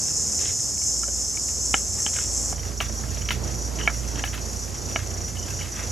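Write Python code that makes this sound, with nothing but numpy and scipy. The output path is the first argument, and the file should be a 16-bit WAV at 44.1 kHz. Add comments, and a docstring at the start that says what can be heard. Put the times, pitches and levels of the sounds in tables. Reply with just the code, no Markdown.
"""A cicada rasps close to the microphones, its ribbed drum clicking fast, then breaks off. A second one
buzzes on in short pulsed phrases over a far insect chorus. We are outdoors beside a small wood fire:
sticks pop, ring and scrape, embers tick, and something squeaks thinly. Underneath lie a hum, a rumble
and a far motor, all to the right, where the stereo pair hears more bass."""
import sys
import numpy as np
from scipy import signal
from scipy.fft import rfft, irfft, next_fast_len
from scipy.io import wavfile
from scipy.ndimage import uniform_filter1d, map_coordinates

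SR = 44100
rng = np.random.default_rng(int(sys.argv[2]) if len(sys.argv) > 2 else 0)


def dump(signal):
    """Clip the signal to [-1, 1] and save it as 16-bit WAV at the path in sys.argv[1]."""
    limited = np.clip(np.atleast_2d(signal).T, -1, 1)
    pcm = np.round(limited * 32767).astype(np.int16)
    wavfile.write(sys.argv[1], SR, pcm)


N = 260631

# The near cicada's drum at rest. Each row: resonance in Hz, width in Hz, gain in dB.
DRUM_MODES = [(5277, 210, -6), (5520, 170, -10.5), (6053, 170, -0.5), (6244, 330, -2), (6773, 250, 0),
              (6980, 270, 0.5), (7177, 130, -1), (7500, 260, -7.5), (7830, 130, -13), (8440, 116, -11),
              (9370, 340, -21), (10160, 400, -27), (11500, 500, -24.5)]
# The broad body of its rasp. Each row: frequency in Hz, relative density in dB.
RASP_SPECTRUM = [(2350, -35), (4000, -26.5), (4850, -15), (5080, -6), (5350, 0.5), (7030, -4), (8340, -10),
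                 (8820, -16), (10000, -21.5), (11900, -26), (12800, -26.5), (15000, -30.5), (15600, -40)]
# The second cicada's buzz. Each row: resonance in Hz, width in Hz, gain in dB.
BUZZ_MODES = [(4660, 130, -14), (5400, 300, -8), (5850, 170, 0), (6230, 220, -13), (6740, 220, -4),
              (7200, 500, -18), (10580, 300, -24), (11320, 300, -22), (11720, 250, -24)]
# Its phrases. Each entry: start in seconds.
PHRASE_STARTS_S = [-.18, .15, .475, .8, 1.13, 1.455, 1.78, 2.11, 2.435, 2.762, 3.092, 3.425, 3.743, 4.065,
                   4.403, 4.73, 5.052, 5.376, 5.708]
# Pops in the fire. Each row: start in seconds, gain in dB, own pitch in Hz, body note in Hz,
# relative thud in dB, relative stick modes in dB, their tilt in dB per octave.
FIRE_POPS = [(.7741, -37.5, 2250, 590, -18, 2, 2), (.8179, -36.5, 2270, 550, -10, 0, 0),
             (1.0329, -24.5, 1360, 590, -25, -9, -4), (1.0822, -29, 1530, 550, -7, -7, 4),
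             (1.372, -26, 2300, 740, -19, -6, 1), (1.7409, -5.5, 2180, 770, -12.5, 2, -5),
             (2.0633, -15, 3150, 845, -14.5, -3, 1), (2.162, -28, 2370, 570, -14, 1, 3),
             (2.1869, -21, 1470, 650, -23, -3, 0), (2.5262, -27, 1180, 745, -3, -4, -6),
             (2.6309, -30, 2050, 560, -19, -4, 1), (2.803, -12.5, 2840, 590, -19, -2, 3),
             (2.8082, -18, 1280, 710, -10, -2, -4), (2.8968, -32, 1890, 570, -3, -3, -2),
             (3.037, -31, 1730, 590, -17, 2, -10), (3.1715, -30, 3230, 580, -5, 0, -2),
             (3.2191, -30, 3030, 570, -17, 2, 1), (3.2879, -16.5, 2860, 550, -28, 2, 5),
             (3.3058, -12, 2070, 985, -16, -1, 5), (3.3144, -19, 1410, 1000, -23, -1, -3),
             (3.787, -26, 2900, 700, -21, 3, 3), (3.8117, -25, 2900, 730, -22, -4, -1),
             (3.8752, -5, 2274, 684, -17, -2, -8), (3.8972, -23.5, 1330, 730, -14, 0, -4),
             (4.157, -29, 2760, 550, -20, 0, 6), (4.1759, -30, 1150, 650, -19, -2, 1),
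             (4.1929, -24, 2750, 680, -19, 0, -4), (4.2382, -15, 2950, 740, -11, 1, -2),
             (4.2752, -27, 2960, 630, -18, -1, 3), (4.3326, -25, 2060, 730, -15, -2, 5),
             (4.3413, -24, 2730, 580, -22, 2, -3), (4.377, -29.5, 3040, 980, -9, 0, -5),
             (4.9592, -13, 2280, 640, -9, 3, -2), (5.6111, -27, 2260, 565, -15, -3, 3)]
# How the sticks ring. Each row: mode in Hz, gain in dB.
STICK_MODES = [(1310, -10), (1680, -9), (2270, -7.5), (3050, -7), (3750, -17.5), (4450, -19)]
# The ground under the sticks. Each entry: mode in Hz.
GROUND_MODES_HZ = [270, 420]
# Sticks settling. Each row: start and length in seconds, gain in dB, band in Hz, relative treble in dB.
STICK_SCRAPES = [(.05, 0.074, -52.5, 2240, -25), (.385, 0.14, -43, 2900, -25),
                 (1.733, 0.0048, -39, 2500, -30), (1.745, 0.04, -42.5, 2240, -25),
                 (1.98, 0.027, -48, 1500, -25), (2.065, 0.028, -41.5, 2250, -18),
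                 (2.13, 0.12, -43.5, 2260, -20), (2.806, 0.033, -35.5, 2060, -4.5),
                 (2.85, 0.021, -44, 2500, -25), (3.115, 0.094, -49, 3200, -20),
                 (3.288, .006, -35, 3200, -4), (3.304, 0.024, -29.5, 3000, -3),
                 (3.34, 0.019, -50, 2800, -18), (3.47, 0.059, -48.5, 2300, -20),
                 (3.79, 0.042, -42.5, 1800, -20), (3.893, .025, -40, 1500, -25),
                 (4.03, 0.038, -46.5, 2000, -18), (4.155, 0.07, -45, 2400, -22),
                 (4.245, 0.036, -38, 2200, -2.5), (4.325, 0.037, -39.5, 2280, -3),
                 (4.37, .025, -43, 2500, -22), (4.74, 0.039, -46.5, 2270, -20),
                 (4.965, 0.047, -41.5, 1990, -18), (5.585, 0.098, -46, 2300, -18),
                 (5.73, 0.13, -43.5, 1900, -22)]
# The embers' ticking. Each row: time in seconds, relative level in dB.
EMBER_LEVELS = [(0.0, -52), (0.35, -52), (1.04, -54.5), (1.79, -54), (1.92, -50), (2.12, -48), (2.27, -50),
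                (3.18, -48), (3.32, -46), (3.56, -50), (3.74, -50), (4.05, -46), (4.69, -49.5),
                (5.04, -44.5), (5.37, -47), (5.91, -44.5)]
# Its colour. Each row: frequency in Hz, relative density in dB.
EMBER_SPECTRUM = [(400, -41), (900, -5.5), (1400, -1.5), (2300, -0.5), (3200, -3.5), (4500, -9), (8000, -7),
                  (13000, -15.5), (15700, -38)]
# Thin squeaks. Each row: start in seconds, length in seconds, relative level in dB.
SQUEAK_EVENTS = [(3.785, 0.13, -32), (5.352, .13, -42), (5.53, .05, -49), (5.59, .1, -41)]
# Insects in the distance. Each row: frequency in Hz, relative density in dB.
CHORUS_SPECTRUM = [(2500, -43), (3600, -29), (4650, -14.5), (4900, -9.5), (5700, -3.5), (6000, -4.5),
                   (6250, 1), (6450, -6), (6750, -2), (7200, -5.5), (8660, -17.5), (9570, -20.5),
                   (10600, -15), (10950, -17), (11350, -14), (12200, -20), (13400, -36), (15600, -41)]
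# The low bed. Each row: time in seconds, relative levels in dB of the rumble and of flames and air.
RUMBLE_AIR_LEVELS = [(0.0, -41.5, -42), (0.16, -39.5, -43), (0.28, -44, -42), (0.56, -39, -44.5),
                     (1.0, -44, -45.5), (1.4, -38, -44), (1.43, -43.5, -44.5), (3.47, -32.5, -39),
                     (3.75, -37.5, -40), (5.71, -35, -41), (5.84, -41, -40), (5.91, -32, -42)]
# The rumble's colour. Each row: frequency in Hz, relative density in dB.
RUMBLE_SPECTRUM = [(12, -41), (20, -11), (53, -15), (75, 1.5), (92, 4.5), (170, -11.5), (220, -33),
                   (370, -120)]
# The breath of flames and air. Each row: frequency in Hz, relative density in dB.
AIR_SPECTRUM = [(82, -51), (140, -2.5), (226, -4), (370, -5.5), (502, -7.5), (966, -15), (1910, -21.5),
                (2050, -22.5), (2240, -24.5), (3950, -27), (4500, -20.5), (5850, -42), (9900, -120)]
# The low hum. 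Each row: time in seconds, relative level in dB.
HUM_LEVELS = [(0.0, -63), (0.18, -43.5), (0.49, -48), (0.61, -60), (0.67, -43), (0.77, -50), (0.97, -38),
              (1.18, -37), (1.33, -46), (1.73, -35.5), (2.09, -46), (2.3, -35.5), (4.07, -31), (4.86, -39),
              (5.13, -36), (5.69, -40.5), (5.86, -35), (5.91, -42)]
# A motor far off. Each row: time in seconds, pitch in Hz, relative level in dB.
MOTOR_RUN = [(0, 80.5, -43), (.9, 80, -45), (1.9, 81, -41), (2.5, 85, -40), (3.2, 85, -38), (3.8, 86, -41),
             (4.4, 90, -42), (5.1, 91, -36), (5.91, 90, -41)]
# Two fuzzy low tones. Each row: centre in Hz, width in Hz.
DRONE_BANDS = [(119, 9.1), (215, 15.8)]
# Their swells. Each row: time in seconds, relative levels in dB of the lower and the upper tone.
DRONE_LEVELS = [(0.0, -56, -50), (0.05, -46, -49), (0.54, -52, -47), (0.57, -44, -55), (1.13, -53, -53),
                (2.75, -43, -50), (2.93, -38, -39), (3.09, -41, -50), (3.44, -36, -41), (3.61, -40, -49),
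                (4.97, -44, -51), (5.91, -40, -49)]
# How alike the background arrives at the two microphones. Each row: frequency in Hz, correlation.
PAIR_LIKENESS = [(60, 0.95), (130, 0.8), (290, 0.44), (640, 0.71), (1410, 0.22), (3100, 0.4), (6820, 1),
                 (15000, 0.44)]
# The pair's balance. Each row: frequency in Hz, left minus right in dB.
PAIR_BALANCE = [(60, -8.0), (150, -5.5), (380, -3.5), (950, -1.5), (2380, 0.0), (5980, 0.0), (15000, -5.5)]
# Stereo width by pitch: wide near 5.5 kHz, nearly centred at 7-8 kHz.
# Each row: frequency in Hz, gain of the left-right difference in dB.
STEREO_WIDTH = [(100, 0.5), (1000, 0.5), (2000, -1.5), (4000, 0), (5500, 2.5), (6500, -7), (7500, -16),
                (8600, -4), (10500, 2.5), (15000, -6)]


def near_cicada(start_db=-29.1, sag_db_per_s=.7, stop_s=2.545, fade_s=.054):
    """Close by: uneven clicks of the drum ribs ring its resonances; the insect tires and breaks off."""
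    t = np.arange(N) / SR
    settle_percent = np.exp(-t / .25)  # the pitch first sinks a little
    tighten_percent = 2.6 * np.clip(t - .6, 0, stop_s)  # then climbs as the drum tightens
    speed = 1 + (tighten_percent + settle_percent) / 100
    ribs = clicks(rate=625, jitter=.3, scatter_db=3.5) + .44 * rng.standard_normal(N)
    band = lambda hz: 1 / (1 + (4800 / (hz + 1)) ** 20) / (1 + (hz / 12000) ** 8)
    drum = filtered(ribs, lambda hz: resonances(DRUM_MODES, hz) * band(hz))
    drum = unit(map_coordinates(drum, [np.cumsum(speed)], order=5))
    body = coloured(clicks(rate=700, jitter=.4, scatter_db=-1) + rng.standard_normal(N), RASP_SPECTRUM)
    falter_db = 1.5 * np.clip((t - 1.81) / .17, 0, 1) * wobble(14)  # unsteady before the end
    flutter_db = .82 * wobble(9.68) + .44 * wobble(18)
    level = amp(start_db - sag_db_per_s * t + falter_db + flutter_db)
    singing = np.clip((stop_s - t) / fade_s, 0, 1)
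    return with_echoes((drum + amp(-4.5) * body) * level * singing, wet_db=-4, t60=.19)


def pulsing_cicada(pulse_s=.0367, phrase_s=.285):
    """A second cicada: its rib clicks come in pulses that quicken and run together, then pause."""
    t, effort = np.arange(N) / SR, np.zeros(N)
    for start in PHRASE_STARTS_S:
        age = t - start
        db = np.interp(start, [.82, 2.6], [-44.4, -34.4])  # the first phrases are softer
        quickening = 1.4 * np.clip(age - .15, 0, 1) ** 2 / .022
        pulse = np.sin(np.pi * (age / pulse_s + quickening)) ** 2
        fused = np.clip((age - .15) / .12, 0, .7)
        gate = np.clip(np.minimum(age / .0092, (phrase_s - age) / .052), 0, 1)
        effort += amp(db) * (fused + (1 - fused) * pulse ** 1.27) * gate
    ribs = clicks(rate=421, jitter=.06, scatter_db=1) * (1 + .1 * np.sin(2 * np.pi * 104 * t))
    ribs += .7 * rng.standard_normal(N)
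    band = lambda hz: 1 / (1 + (4200 / (hz + 1)) ** 8) / (1 + (hz / 12400) ** 16)
    buzz = unit(filtered(ribs, lambda hz: resonances(BUZZ_MODES, hz) * band(hz)))
    return with_echoes(buzz * effort * amp(.24 * wobble(24.8)), wet_db=-6, t60=.13)


def fire_pops(stray_from_s=1.8, crack_t60=.008):
    """At the fireside: each pop snaps, rings the stick and thuds on the ground; faint strays join in."""
    t, pops = np.arange(SR // 10) / SR, np.zeros(N + SR)
    sine = lambda hz: np.sin(2 * np.pi * hz * t)
    strays = [(stray_from_s + (N / SR - stray_from_s) * when, -40 + 6 * force,
               1200 + 2000 * pitch, 550 + 350 * note, -12, 0, 0)
              for when, force, pitch, note in rng.random((10, 4))]
    for start, db, pitch_hz, body_hz, thud_db, stick_db, tilt_db in FIRE_POPS + strays:
        stick = [(hz, gain + stick_db + tilt_db * np.log2(hz / 2200)) for hz, gain in STICK_MODES]
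        ground = [(hz, thud_db) for hz in GROUND_MODES_HZ]
        wood = sum(amp(gain + rng.normal(0, 2)) * sine(hz * rng.normal(1, .025))
                   for hz, gain in stick + ground)  # no two pops strike the modes alike
        wood += amp(thud_db + 6.5) * sine(body_hz)  # the stick's hollow body note
        ring_t60 = .023 * amp(-.5 * stick_db)  # a purer tap rings longer
        ring = (.93 * wood + .6 * sine(pitch_hz)) * amp(-60 * t / ring_t60)
        crack = uniform_filter1d(rng.standard_normal(len(t)), size=4)
        crack *= amp(-21 + 2.5 * tilt_db - 60 * t / crack_t60)  # bright pops snap harder
        onset = 1 - np.exp(-(t / .0005) ** 2)  # wood gives way softly: little treble
        pops[round(start * SR):][:len(t)] += amp(db) * onset * (ring + crack)
    return with_echoes(pops[:N], wet_db=-11, t60=.05)


def stick_scrapes():
    """Sticks shift in the fire: short strokes of dry, uneven grit with a fizz on top."""
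    grit = rng.standard_normal(N + SR) * amp(np.pad(4 * wobble(600) + 3 * wobble(90), (0, SR)))
    scrapes = np.zeros(N + SR)
    for start, length, db, hz, treble_db in STICK_SCRAPES:
        span = slice(round(start * SR), round((start + length + .032) * SR))
        age = np.arange(span.stop - span.start) / SR
        attack = np.clip(age / (.041 * length), 0, 1)
        release = amp(-60 * np.clip(age - .77 * length, 0, 1) / (length + .022))
        body = signal.lfilter(*signal.butter(2, [hz / 1.8, hz * 1.51], "band", fs=SR), grit[span])
        fizz = signal.lfilter(*signal.butter(2, 5000, "high", fs=SR), grit[span])
        scrapes[span] += amp(db) * attack * release * (unit(body) + amp(treble_db) * unit(fizz))
    return filtered(scrapes[:N], lambda hz: 1 / (1 + (hz / 13500) ** 12))


def embers():
    """The ember bed ticks all along: noise broken into fine grains."""
    level_db, = curves(EMBER_LEVELS)
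    grains = rng.standard_normal(N) * amp(4.9 * wobble(150) + 2.4 * wobble(30))
    return amp(level_db - 4.5) * coloured(grains, EMBER_SPECTRUM)


def squeaks(slips_per_s=52, fade_db_per_s=80, attack_s=.018, release_s=.025):
    """Thin, broken squeaks: stick-slip pulses in one narrow resonance, fading as they go."""
    t, level = np.arange(N) / SR, np.zeros(N)
    for start, length, db in SQUEAK_EVENTS:
        age = np.clip(t - start, 0, 1)
        gate = np.clip(np.minimum(age / attack_s, (length - age) / release_s), 0, 1)
        level += amp(db - fade_db_per_s * age) * gate
    tone = narrow_noise(centre_hz=3010, width_hz=260) * amp(-1 + 2.5 * wobble(60))
    slips = .25 + np.sin(np.pi * slips_per_s * t + .6 * wobble(15)) ** 2
    return with_echoes(tone * level * slips, wet_db=-11, t60=.04)


def far_chorus():
    """Distant insects merge into one gently wavering hiss."""
    return amp(-39 + .87 * wobble(5.95)) * ambient_noise(CHORUS_SPECTRUM)


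def rumble_and_air():
    """A deep rumble under the soft breath of flames and air, both unsteady."""
    rumble_db, air_db = curves(RUMBLE_AIR_LEVELS)
    rumble = amp(rumble_db - 3.5 + .65 * wobble(23)) * ambient_noise(RUMBLE_SPECTRUM)
    air = amp(air_db + 1.5 + 1.3 * wobble(10)) * ambient_noise(AIR_SPECTRUM)
    return rumble + air


def hum(hz=59.85):
    """A mains-like hum that swells and dips."""
    level_db, = curves(HUM_LEVELS)
    return amp(level_db + 2.5) * np.sin(2 * np.pi * hz * np.arange(N) / SR + .25 * wobble(4.02))


def far_motor():
    """A motor in the distance: one wavering tone that climbs as it slowly speeds up."""
    hz, level_db = curves(MOTOR_RUN)
    level = amp(level_db + 1.2 + 2.2 * wobble(9))
    return level * np.sin(2 * np.pi * np.cumsum(hz) / SR + .7 * wobble(8))


def drone():
    """Two fuzzy low tones swell and sink in the background."""
    return sum(amp(db - 3.5) * narrow_noise(*band) for db, band in zip(curves(DRONE_LEVELS), DRONE_BANDS))


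def with_echoes(source, wet_db, t60):
    """A centred source with echoes off trees and ground, partly different at each microphone."""
    t = np.arange(SR // 4) / SR
    decays = rng.standard_normal((3, len(t))) * amp(-60 * t / t60)
    shared, separate = decays[0], decays[1:]
    tails = (shared + .91 * separate) / np.linalg.norm(shared)
    return source + amp(wet_db) * signal.fftconvolve(source[None], tails, axes=1)[:, :N]


def ambient_noise(spectrum):
    """Noise from all around, partly alike at the two microphones, at rms 1."""
    def mid_side_gains(hz):
        angle = np.arccos(np.clip(along(PAIR_LIKENESS, hz), -1, 1)) / 2
        return amp(along(spectrum, hz)) * [np.cos(angle), np.sin(angle)]
    mid, side = filtered(rng.standard_normal((2, N)), mid_side_gains)
    return unit(np.array([mid + side, mid - side]))


def clicks(rate, jitter, scatter_db):
    """A train of rate clicks a second, at rms 1: jitter in periods, sizes scattered."""
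    timing, size = rng.standard_normal((int(N * rate / SR), 2)).T
    at = (np.arange(len(timing)) + jitter * timing) * SR / rate
    return unit(np.bincount(np.clip(at, 0, N - 1).astype(int), amp(scatter_db * size), N))


def narrow_noise(centre_hz, width_hz):
    """Noise passed twice through one resonance, at rms 1."""
    response = lambda hz: resonances([(centre_hz, width_hz, 0)], hz) ** 2
    return unit(filtered(rng.standard_normal(N), response))


def resonances(table, hz):
    """The complex response of (Hz, width Hz, dB) resonances, summed with alternating signs."""
    return sum((-1) ** k * amp(db) * 1j * hz * width / (centre ** 2 - hz ** 2 + 1j * hz * width)
               for k, (centre, width, db) in enumerate(table))


def coloured(x, spectrum):
    """x shaped by (Hz, dB) points, at rms 1."""
    return unit(filtered(x, lambda hz: amp(along(spectrum, hz))))


def filtered(x, response):
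    """x through a complex response of frequency."""
    size = next_fast_len(N + SR // 2)
    return irfft(rfft(x, size) * response(np.fft.rfftfreq(size, 1 / SR)), size)[..., :N]


def wobble(rate):
    """A smooth random curve, rate knots a second."""
    return map_coordinates(rng.standard_normal(int(N * rate / SR) + 4), [np.arange(N) * rate / SR])


def curves(rows):
    """One value per sample for each column after the time."""
    times, *columns = np.transpose(rows)
    return [np.interp(np.arange(N) / SR, times, column) for column in columns]


def along(points, hz):
    """(Hz, value) points joined on a log axis."""
    knots_hz, values = np.transpose(points)
    return np.interp(np.log(hz + 1), np.log(knots_hz + 1), values)


def amp(db):
    """Decibels to amplitude."""
    return 10 ** (np.asarray(db) / 20)


def unit(x):
    """x at rms 1."""
    return x / np.sqrt(np.mean(x ** 2) + 1e-20)


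def scene():
    """Both cicadas, the background and the fire as they reach the microphones."""
    cicadas = near_cicada() + pulsing_cicada()
    background = hum() + far_chorus() + rumble_and_air() + far_motor() + drone()
    fire = fire_pops() + with_echoes(stick_scrapes() + embers(), wet_db=-4, t60=.14)
    return cicadas + fire + squeaks() + background


def record(dry):
    """The bass leans right, the sound is wider at some pitches than others, and ends at top_hz."""
    top_hz = 15750
    balance = lambda hz: amp(np.outer([.5, -.5], along(PAIR_BALANCE, hz)))
    left, right = filtered(dry, lambda hz: balance(hz) * (hz < top_hz))
    side = filtered(left - right, lambda hz: amp(along(STEREO_WIDTH, hz)))
    return np.array([left + right + side, left + right - side]) / 2


dry = scene()
out = record(dry)
dump(out)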